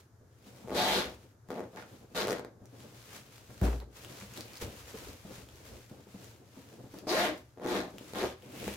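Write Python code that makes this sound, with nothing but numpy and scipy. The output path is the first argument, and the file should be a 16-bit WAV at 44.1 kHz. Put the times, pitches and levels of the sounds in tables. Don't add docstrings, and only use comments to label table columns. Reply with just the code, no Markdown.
import sys
import numpy as np
from scipy import signal
from scipy.fft import rfft, irfft, next_fast_len
from scipy.io import wavfile
from scipy.ndimage import uniform_filter1d, map_coordinates

SR = 44100
rng = np.random.default_rng(int(sys.argv[2]) if len(sys.argv) > 2 else 0)


def field_ratio(decibels):
    return 10 ** (np.asarray(decibels, dtype=float) / 20)


def bounce(signal):
    frames = np.transpose(np.atleast_2d(signal))
    limited = np.clip(frames, -1, 1)
    pcm = np.round(limited * 32767).astype(np.int16)
    wavfile.write(sys.argv[1], SR, pcm)


N = 386316
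T = np.arange(N) / SR

# (time [s], peak level [dB], frequency [Hz], t60 [s])
PAT_EVENTS = [(0.211, -48, 107.8, 0.0469), (0.464, -44.5, 211.9, 0.0669), (2.619, -44.5, 106.7, 0.1031),
              (2.732, -50, 287, 0.1187), (3.496, -44, 117.7, 0.1145), (4.221, -41, 198.5, 0.1174),
              (4.614, -35, 465.8, 0.0852), (4.624, -30, 86.07, 0.1085), (4.942, -34.5, 449.8, 0.06935),
              (5.069, -40.5, 421, 0.08096), (5.249, -40, 169.7, 0.0984), (5.379, -43.5, 160.3, 0.0783),
              (5.549, -50, 396.9, 0.0769), (5.719, -53.5, 96.7, 0.0833), (5.913, -39, 208.6, 0.0438),
              (6.069, -44.5, 195, 0.0535), (6.145, -38, 187.8, 0.07714), (6.572, -41, 270.7, 0.0888),
              (6.841, -40.5, 117.5, 0.0902), (6.939, -36.5, 296.7, 0.08035), (7.654, -21, 336.1, 0.0524),
              (8.01, -38.5, 297.6, 0.07738), (8.427, -44, 480, .05), (8.574, -42, 260, .05),
              (8.644, -38, 330, .04), (8.669, -28.5, 201.3, 0.0952)]


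def unit(x):
    return x / np.sqrt(np.mean(x ** 2) + 1e-20)


def along(points, hz):
    f, v = np.transpose(points)
    return np.interp(np.log(hz + 1), np.log(f + 1), v)


def curves(rows):
    s, *cols = np.transpose(rows)
    return [np.interp(T, s, c) for c in cols]


def wobble(rate_hz):
    return map_coordinates(rng.standard_normal(int(N * rate_hz / SR) + 4), [T * rate_hz])


def swell(start_s, end_s, rise_s, fall_s, level_db):
    t = T[::100, None]
    before = np.maximum(start_s - t, 0) / np.abs(rise_s)
    after = np.maximum(t - end_s, 0) / np.abs(fall_s)
    power = np.sum(field_ratio(level_db - 10 * (before + after)) ** 2, axis=1)
    return np.interp(T, t[:, 0], 10 * np.log10(power + 1e-12))


def peaks(rows):
    s, rise_s, fall_s, db = np.transpose(rows)
    return swell(s, s, rise_s, fall_s, db)


def noise():
    return rng.standard_normal((2, N))


def filtered(x, response):
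    m = next_fast_len(x.shape[-1] + SR // 4)
    spectrum = rfft(x, m) * response(np.fft.rfftfreq(m, 1 / SR))
    return irfft(spectrum, m)[..., :x.shape[-1]]


def resonance(f, centre_hz, width_hz):
    damping = 1j * f * width_hz
    return damping / (centre_hz ** 2 - f * f + damping)


def paired(two, spectrum):
    # (frequency [Hz], left-right likeness [0-1])
    alike = [(60, 0.9336), (130, 0.9436), (290, 0.91684), (640, 0.5268), (1410, 0.16), (3100, 0.1717),
             (6820, 0.076), (15000, 0.062)]

    def mid_side(hz):
        turn = np.arccos(np.clip(along(alike, hz), -1, 1)) / 2
        return field_ratio(along(spectrum, hz)) * [np.cos(turn), np.sin(turn)]

    mid, side = filtered(two, mid_side)
    return unit(np.array([mid + side, mid - side]))


def fading(x, t60_s):
    return signal.lfilter([1], [1, -field_ratio(-60 / (SR * t60_s))], x)


def ringing(hz, width_hz):
    pole = np.exp(-2 * np.pi * width_hz / SR)
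    slow = signal.lfilter([1], [1, -2 * pole, pole ** 2], noise() + 1j * noise())
    return unit(np.real(slow * np.exp(2j * np.pi * np.cumsum(hz) / SR)))


def room(x):
    # (frequency [Hz], t60 [s])
    decay = [(100, 0.23382), (1000, 0.29613), (5000, 0.24915), (15000, 0.05097)]
    hz, t, z = signal.stft(rng.standard_normal((2, SR // 2)), SR, nperseg=256)
    tail = signal.istft(z * field_ratio(-60 * t / along(decay, hz)[:, None]), SR, nperseg=256)[1]
    tail = paired(tail, [(20, 0), (20000, 0.00205)])
    late = np.pad(x, ((0, 0), (130, 0)))
    return signal.fftconvolve(late, tail / np.linalg.norm(tail[0]), axes=1)[:, :N]


def background():
    # (frequency [Hz], density [dB per Hz])
    hush = [(15, -46.5), (25, -41.5), (94, 6.5), (117, 7), (161, -7.5), (384, -11), (775, -19),
            (1610, -19.5), (2610, -36), (6740, -28), (7920, -34.5), (14800, -35.5), (16000, -63.5)]
    # (frequency [Hz], width [Hz], level [dB])
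    hum_lines = [(117.94, 3.42, -65.5)]
    out = field_ratio(-61.5) * paired(noise(), hush)
    for hz, width_hz, db in hum_lines:
        line = filtered(rng.standard_normal(N), lambda f: width_hz / (width_hz + 2j * (f - hz)))
        out = out + field_ratio(db) * unit(line)
    return out


def drop():
    # (frequency [Hz], level [dB], t60 [s], rise [s])
    drop_modes = [
        (58.721, -12.5, 0.43803, 0.0516),
        (99.3, -19, 0.1054, 0.003533),
        (190.89, -22, 0.1405, 0.002534),
        (404.93, -35.5, 0.5532, 0.02906),
    ]
    t = np.maximum(T - 3.6165, 0)
    out = np.zeros(N)
    for k, (hz, db, t60_s, rise_s) in enumerate(drop_modes):
        envelope = field_ratio(db - 60 * t / t60_s) * (1 - np.exp(-t / rise_s))
        out += (-1) ** k * envelope * np.sin(2 * np.pi * hz * t)
    return out


def crush():
    # (peak time [s], rise [s per 10 dB], fall [s per 10 dB], level [dB])
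    crunches = [
        (3.636, 0.00778, 0.0198, -41),
        (3.672, 0.02198, 0.0476, -39.5),
        (3.726, 0.00927, 0.027, -45.5),
        (3.816, 0.01526, 0.025, -52.5),
    ]
    # (frequency [Hz], density [dB per Hz])
    colour = [(250, -27.5), (500, 2), (1400, -7.5), (2600, -16), (5000, -38)]
    grains_per_s = 500
    grains = (rng.random(N) < grains_per_s / SR) * field_ratio(4.737 * rng.standard_normal(N))
    return field_ratio(peaks(crunches)) * unit(1.5 + fading(grains, t60_s=0.008335)) * paired(noise(), colour)


def hands():
    # (peak time [s], rise [s per 10 dB], fall [s per 10 dB], level [dB])
    rubs = [(0, .02, 0.0404, -62), (.47, 0.08785, 0.7881, -60), (1.14, .2, 0.1408, -63.5),
            (1.5, 0.03434, 0.174, -64), (1.96, 0.3725, 0.1185, -61), (2.2, 0.07984, 0.1349, -59),
            (2.4, 0.1956, -0.0006, -66), (2.82, 0.11152, -0.4515, -58), (3, 0.07, 0.1695, -58),
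            (3.16, 0.0795, 0.0463, -47), (3.36, 0.2255, -0.4723, -58.5), (3.59, 0.2077, -0.4786, -59),
            (3.65, 0.02407, 0.0743, -43.5), (3.97, 0.02895, 0.5032, -53), (4.17, 0.09225, 0.1263, -51.5),
            (4.38, 0.05715, 0.0633, -46.5), (4.617, 0.009436, 0.0595, -40.5), (4.57, 0.1406, 0.039, -53),
            (4.74, 0.193, -0.3605, -56), (5, 0.3275, 0.2724, -50), (5.36, 0.07397, 0.079, -50),
            (5.67, 0.15915, 0.2539, -53.5), (6.27, 0.18707, 0.0903, -54.5), (6.58, 0.1033, .5, -59),
            (6.99, 0.09715, 0.0359, -56.5), (7.38, 0.329, 0.0643, -59), (7.9, 0.2193, -0.2826, -62),
            (8.09, 0.15035, 0.2329, -55), (8.55, 0.07708, -5.5668, -53), (8.67, 0.07834, 0.12, -45)]
    shifts = [(.6, 0.161, 0.2519, -55.5), (1.25, 0.192, 0.123, -62.5), (1.47, 0.03991, -0.8178, -64.5),
              (1.88, 0.0537, -0.7624, -57.5), (2.38, 0.1569, 0.1623, -53.5), (2.82, 0.1566, 0.1193, -57),
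              (2.97, 0.0718, 0.5, -63), (3.32, 0.04655, 0.0192, -59.5), (3.62, 0.005035, 0.1057, -32),
              (4.04, 0.04147, 0.1208, -53), (4.19, 0.053, -0.0107, -57), (4.38, 0.03386, 0.1083, -48),
              (4.68, 0.0644, 0.1156, -53), (5.02, 0.04756, 0.0905, -54.5), (5.27, 0.01817, 0.1445, -51.5),
              (5.74, 0.16175, 0.0519, -50.5), (6, 0.0699, 0.0205, -52), (6.24, 0.0922, 0.5939, -60.5),
              (6.73, 0.09948, 0.2581, -56), (6.99, 0.04515, 0.1224, -47.5), (7.58, 0.01219, 0.2741, -49.5),
              (7.93, 0.1074, 0.1018, -55), (8.44, 0.028, -2.5341, -54), (8.6, 0.03506, 1.07, -50)]
    leans = [(.7, 0.0397, 0.345, -54.5), (.95, .1, 0.1252, -49.5), (1.08, 0.1007, 0.0524, -52.5),
             (2.3, 0.2105, 0.15063, -61), (3.62, 0.0557, 0.202, -53.5), (3.85, 0.307, 0.0458, -55),
             (4.64, 0.02593, 0.0463, -51.5), (4.8, 0.0466, 0.0815, -56.5), (5.07, 0.108, 0.0853, -51.5),
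             (5.33, 0.1006, 0.327, -56), (5.74, 0.05187, 0.074, -49), (7.1, 0.0508, 0.29928, -59.5),
             (7.76, 0.10084, 0.11575, -54.5), (8.15, 0.02177, 0.1013, -56), (8.28, 0.053027, 0.05917, -52),
             (8.68, 0.061084, 0.2014, -51)]
    drags = [(8.43, .01, .15, -62), (8.6, .07, .08, -50), (8.68, .04, .1, -47), (4.5, .15, .15, -58)]
    # (time [s], half length [s], level change [dB])
    lifts = [(1.409, 0.0775, -18), (1.709, 0.0283, -4), (2.562, 0.0462, -11), (3.875, 0.03844, -17.5)]
    # (frequency [Hz], density [dB per Hz])
    weave = [(290, -28.5), (500, -4), (698, -9.5), (750, -10), (946, -7.5), (2810, -10), (7000, -12.5),
             (8450, -16.5), (13800, -17.5), (16000, -22)]
    creases = [(1100, -18.5), (2500, -2), (5200, -17)]
    stuffing = [(76, -24.5), (130, 9), (145, -7), (189, 2.5), (460, -0.5), (761, -9), (1200, -20.5),
                (1700, -23), (2640, -120)]
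    table = [(25, -13), (59, 19.5), (90, 16.5), (150, -46)]

    rub_db = peaks(rubs)
    for s, half_s, db in lifts:
        rub_db = rub_db + db * np.exp(-((T - s) / half_s) ** 2)
    settle_s, pat_top_db, pat_rustle_db = 0.0712, -39, -13
    patted = [(s, .005, settle_s, min(db, pat_top_db) + pat_rustle_db) for s, db, _, _ in PAT_EVENTS]
    rustle_level = np.hypot(field_ratio(peaks(shifts + patted)), field_ratio(rub_db - 7.5))
    rumble_level = np.hypot(field_ratio(peaks(leans)), field_ratio(rub_db - 13.5 + 3.5 * wobble(14)))

    slips_per_s = 150
    slips = (rng.random(N) < slips_per_s / SR) * field_ratio(4.357 * rng.standard_normal(N))
    grain = unit(1 + .5 * fading(slips, t60_s=0.007145))
    rub = field_ratio(rub_db + 1.2436 * wobble(30)) * grain * paired(noise(), weave)
    fold_level = np.hypot(field_ratio(rub_db - 13 + 2.9 * wobble(9.7)), field_ratio(peaks(drags)))
    folds = fold_level * grain * paired(noise(), creases)
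    rustle = rustle_level * field_ratio(3.114 * wobble(35)) * paired(noise(), stuffing)
    return rub + folds + rustle + rumble_level * paired(noise(), table)


def jolt(pulses, dull_hz=1250, thin_hz=110):
    # (frequency [Hz], width [Hz], level [dB])
    pillow = [(182.32, 57.19, 6.5), (348.45, 207.75, 6), (670.4, 255.28, 3.5), (1112.4, 477.7, -4.5)]

    def response(f):
        modes = sum((-1) ** k * field_ratio(db) * resonance(f, hz, width_hz)
                    for k, (hz, width_hz, db) in enumerate(pillow))
        return modes / (1 + 1j * f / dull_hz) ** 2 * (1j * f / (thin_hz + 1j * f)) ** 2

    return filtered(pulses, response)


def pats():
    out, t = np.zeros(N + SR), T[:SR // 4]
    puff = unit(jolt(rng.standard_normal(N + SR)))
    attack = 1 - np.exp(-t / 0.000621)
    for s, db, hz, t60_s in PAT_EVENTS:
        at = round(s * SR)
        push = np.sin(2 * np.pi * hz * t) + .35 * puff[at:at + len(t)]
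        out[at:at + len(t)] += field_ratio(db - 60 * t / max(t60_s, .01)) * attack * push
    return out[:N]


def tab():
    # (time [s], peak level [dB], centre [Hz])
    clicks = [(0.4694, -59, 3596), (0.5896, -63, 2593), (1.0566, -37.5, 1703), (1.099, -44, 5461),
              (1.4875, -48, 1606), (3.504, -47.5, 1500), (6.943, -46, 1297), (2.6567, -48.5, 6105),
              (3.615, -35.5, 1396), (4.2129, -39.5, 2397), (2.8038, -49, 3288), (3.802, -44.5, 4206),
              (4.048, -35, 3024), (4.338, -42, 6663), (4.375, -34, 4048), (4.4084, -32.5, 4733),
              (4.5339, -40, 4571), (4.556, -40.5, 4688), (4.572, -37.5, 4787), (4.581, -42, 6670),
              (5.4884, -44.5, 3280), (5.558, -46, 5882), (6.2443, -43.5, 6756), (6.9875, -39, 4836),
              (7.9834, -37.5, 2931), (8.423, -46.5, 3270), (8.5212, -44.5, 2700)]
    t60_s = .0035
    out, t = np.zeros((2, N + SR)), T[:400]
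    for s, db, hz in clicks:
        at = round(s * SR)
        ring = np.sin(2 * np.pi * hz * t) + 0.6686 * rng.standard_normal((2, len(t)))
        out[:, at:at + len(t)] += field_ratio(db + 6 - 60 * t / t60_s) * ring
    return out[:, :N]


def thud(pulses):
    centre_hz, width_hz, dull_hz = 430, 240, 1400
    return filtered(pulses, lambda f: resonance(f, centre_hz, width_hz) / (1 + 1j * f / dull_hz) ** 2)


def zipper():
    # (time [s], rate [teeth per s], pull level [dB])
    early = [
        [(.676, 110, -42), (.712, 225.44, -33), (.745, 300, -36), (.775, 717.93, -27), (.93, 773.7, -30.5),
         (.957, 409.3, -32.5), (.985, 403.9, -29), (1.01, 354.96, -41.5), (1.125, 162.76, -50)],
        [(1.49, 274.4, -44.5), (1.52, 270.5, -37.5), (1.555, 248.18, -42.5), (1.575, 241.5, -35),
         (1.6, 227.84, -43), (1.64, 196.1, -47.5), (1.68, 177.39, -64)],
        [(1.73, 297.34, -56), (1.752, 400, -46), (1.765, 560, -41), (1.79, 560, -43), (1.83, 400, -60)],
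        [(2.149, 429.7, -41), (2.175, 535.4, -33), (2.2, 399.87, -36), (2.24, 227.05, -39.5),
         (2.262, 215, -43.5), (2.276, 223.1, -31), (2.335, 252.3, -37.5), (2.39, 307.8, -49.5)],
    ]
    late = [
        [(7.071, 300, -34), (7.105, 340, -31), (7.14, 450, -29), (7.163, 600.3, -26.5), (7.195, 679.2, -28.5),
         (7.23, 734, -26.5), (7.252, 680.1, -29), (7.26, 300.1, -30), (7.305, 319.9, -38.5), (7.39, 200.1, -60)],
        [(7.57, 219.4, -57), (7.612, 279.7, -44), (7.64, 349.1, -38), (7.68, 369.7, -37), (7.755, 325.4, -30),
         (7.8, 275, -41.5), (7.84, 245.4, -40), (7.92, 180, -58.5)],
        [(8.133, 184.9, -40), (8.179, 320.7, -35), (8.21, 397.7, -38), (8.235, 454.9, -27.5),
         (8.27, 403.5, -46), (8.34, 379.3, -58.5)],
    ]
    scatter = [.24, .3, .3, .2, .09, .14, .16]
    # (from [s], to [s], rise [s per 10 dB], fall [s per 10 dB], tick level [dB])
    rasps = [(0.773, 0.993, 0.0299, 0.0477, -33.5), (1.508, 1.6, 0.0097, 0.0125, -55.5),
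             (1.763, 1.781, 0.0076, -1.4141, -53.5), (2.163, 2.197, 0.01691, 0.1, -36),
             (2.276, 2.32, 0.00992, -0.25, -53), (7.093, 7.259, 0.01645, 0.0347, -34.5),
             (7.675, 7.77, 0.03214, 0.0519, -40), (8.166, 8.245, 0.03535, -0.0636, -40.5)]
    # (time [s], jolt peak [dB], tick minus jolt [dB])
    snags = [(0.673, -35, -26), (0.681, -32, -25), (0.694, -31, -24), (0.703, -28, -23), (1.502, -27, -22),
             (1.514, -28, -23), (1.54, -34, -20), (1.592, -27, -28), (1.603, -27, -27), (1.637, -34, -30),
             (1.759, -39, -14), (2.229, -24, -15), (2.249, -27, -20), (2.27, -22, -18), (2.28, -23, -17),
             (2.287, -23, -18), (2.296, -23, -18), (2.305, -21, -17), (2.317, -22, -17), (2.327, -22, -17),
             (2.393, -28, -21), (2.446, -31, -23), (7.572, -40, -30), (7.596, -36, -30), (7.66, -23, -23),
             (8.133, -32, -14), (8.2275, -23, -22), (8.2305, -23, -24), (8.236, -22, -24),
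             (8.2385, -25, -24), (8.2435, -21, -22), (8.677, -26, -17)]
    more_snags = [(0.7443, -33, -18.5), (.7505, -32, -18.5), (.7625, -29, -17), (.776, -30, -14),
                  (1.506, -39, -18), (2.204, -29, -13), (2.21, -28, -13), (2.238, -29, -19)]
    # (time [s], upper ring [Hz], upper over tick [dB], lower ring [Hz], lower over tick [dB])
    grip = [(.7, 3700, -4, 1800, -15.5), (.79, 3900, -2, 1800, -9), (.9, 3400, 0, 2100, -7),
            (.99, 3800, 0, 1700, -8), (1.06, 3550, -4, 1700, -7.5), (1.5, 3700, -12, 1900, 2),
            (1.64, 3700, -10.5, 1700, 2), (1.76, 3800, -13, 1300, 3), (1.785, 3800, -10, 1900, 3),
            (1.82, 3800, -20, 1300, 0), (2.15, 4100, -6, 1500, -8), (2.2, 3900, -1, 1500, -5),
            (2.25, 3760, -6.5, 1400, -3), (2.4, 3800, -7.5, 1500, -5), (7.07, 4600, -1, 2300, -18),
            (7.11, 4700, 0, 2300, -7), (7.16, 4200, -8.5, 1900, -2), (7.19, 4300, -3, 1700, 0),
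            (7.24, 3300, -4, 2000, -1), (7.3, 3400, -4, 2000, -1), (7.62, 3800, -10, 1300, 2),
            (7.66, 3700, -8, 1500, 4), (7.69, 3700, -7, 1300, -3), (7.74, 4100, -4, 1300, 0),
            (7.77, 3600, -6, 1900, 0), (7.85, 3900, -6, 1300, -3), (8.14, 3000, -6, 1300, -4),
            (8.2, 3900, -5, 1400, 0), (8.215, 4300, -5, 2300, -2), (8.25, 4300, -5, 2400, -2),
            (8.28, 3650, -8.5, 1400, -11)]
    # (frequency [Hz], density [dB per Hz])
    slider = [(530, -20.5), (900, -1), (1340, -7), (1950, -5.5), (2500, -10), (3960, -12), (5160, -13),
              (6560, -13.5), (7960, -19.5), (14400, -18.5), (16000, -37.5)]
    # (frequency [Hz], width [Hz], level [dB])
    snap_modes = [(1900, 1700, 0.5), (5200, 4670, -12)]

    strokes = early + late
    rate, jolt_db = curves(np.concatenate(strokes))
    which = np.searchsorted([s[-1][0] for s in strokes[:-1]], T)
    steady_db, slack_per_db = -38, 0.1608
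    slack = slack_per_db * np.maximum(steady_db - jolt_db, 0)
    uneven = np.clip(np.take(scatter, which) + slack, 0, .6)
    loose_tick_db = -21.5
    tick_db = np.maximum(swell(*np.transpose(rasps)) - jolt_db, loose_tick_db)
    upper_hz, upper_db, lower_hz, lower_db = curves(grip)
    drift = 1 + .05 * wobble(25)
    moving = sum((T > s[0][0] - .002) & (T <= s[-1][0]) for s in strokes) > 0
    jolt_db = jolt_db - 60 * (1 - uniform_filter1d(moving * 1., size=90))

    count = np.cumsum(rate) / SR + uneven * wobble(400)
    at = np.flatnonzero(np.diff(np.floor(np.maximum.accumulate(count))) > 0)
    side_db = 1.0454 * (-1) ** np.arange(len(at))
    spread_db = (2.0 + 3.161 * uneven[at]) * np.clip(rng.standard_normal(N)[at], -3, 1.4)
    teeth = np.zeros(N)
    teeth[at] = field_ratio(side_db + spread_db) * np.sqrt(SR / rate[at])

    thud_peak = np.abs(thud(signal.unit_impulse(SR))).max()
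    forced, forced_tick = np.zeros((2, N))
    for s, db, rel_db in snags + more_snags:
        forced[round((s + .0025) * SR)] = field_ratio(db + 2.5) / thud_peak
        forced_tick[round((s + .002) * SR)] = field_ratio(db + rel_db + 11)
    stalled = np.zeros(N, bool)
    for s, _, _ in snags:
        stalled |= abs(T - s - .0025) < .007
    free = 1 - .9 * stalled
    teeth *= free

    jolts = field_ratio(jolt_db) * unit(jolt(np.roll(teeth, 40))) + thud(forced)
    chatter = unit(fading(teeth, t60_s=.004)) + .7 * free
    gate = field_ratio(jolt_db + tick_db - 1.0) * unit(chatter) + fading(forced_tick, t60_s=0.010664)
    scrape = gate * paired(noise(), slider)
    upper = field_ratio(upper_db) * ringing(upper_hz * drift, width_hz=720)
    lower = field_ratio(lower_db) * ringing(lower_hz * drift, width_hz=600)
    ring_gate = unit(unit(fading(teeth, t60_s=.005)) + .6 * free)
    rings = field_ratio(jolt_db + tick_db) * ring_gate * (upper + lower)
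    snap = filtered(forced_tick, lambda f: sum(field_ratio(db + 16) * resonance(f, hz, width_hz)
                                               for hz, width_hz, db in snap_modes))
    return jolts + scrape + rings - snap


def scene():
    near = zipper() + tab() + pats()
    near_and_room = field_ratio(-3.0) * near + field_ratio(-7.5) * room(near)
    balance = field_ratio([[.6], [-.6]])
    return balance * (near_and_room + drop() + crush() + hands() + background())


def roll_off(x):
    return signal.sosfilt(signal.butter(12, 16470, fs=SR, output="sos"), x)


def record(dry):
    top_hz = 15870
    mix = filtered(dry, lambda hz: hz < top_hz)
    return roll_off(mix)


dry = scene()
out = record(dry)
bounce(out)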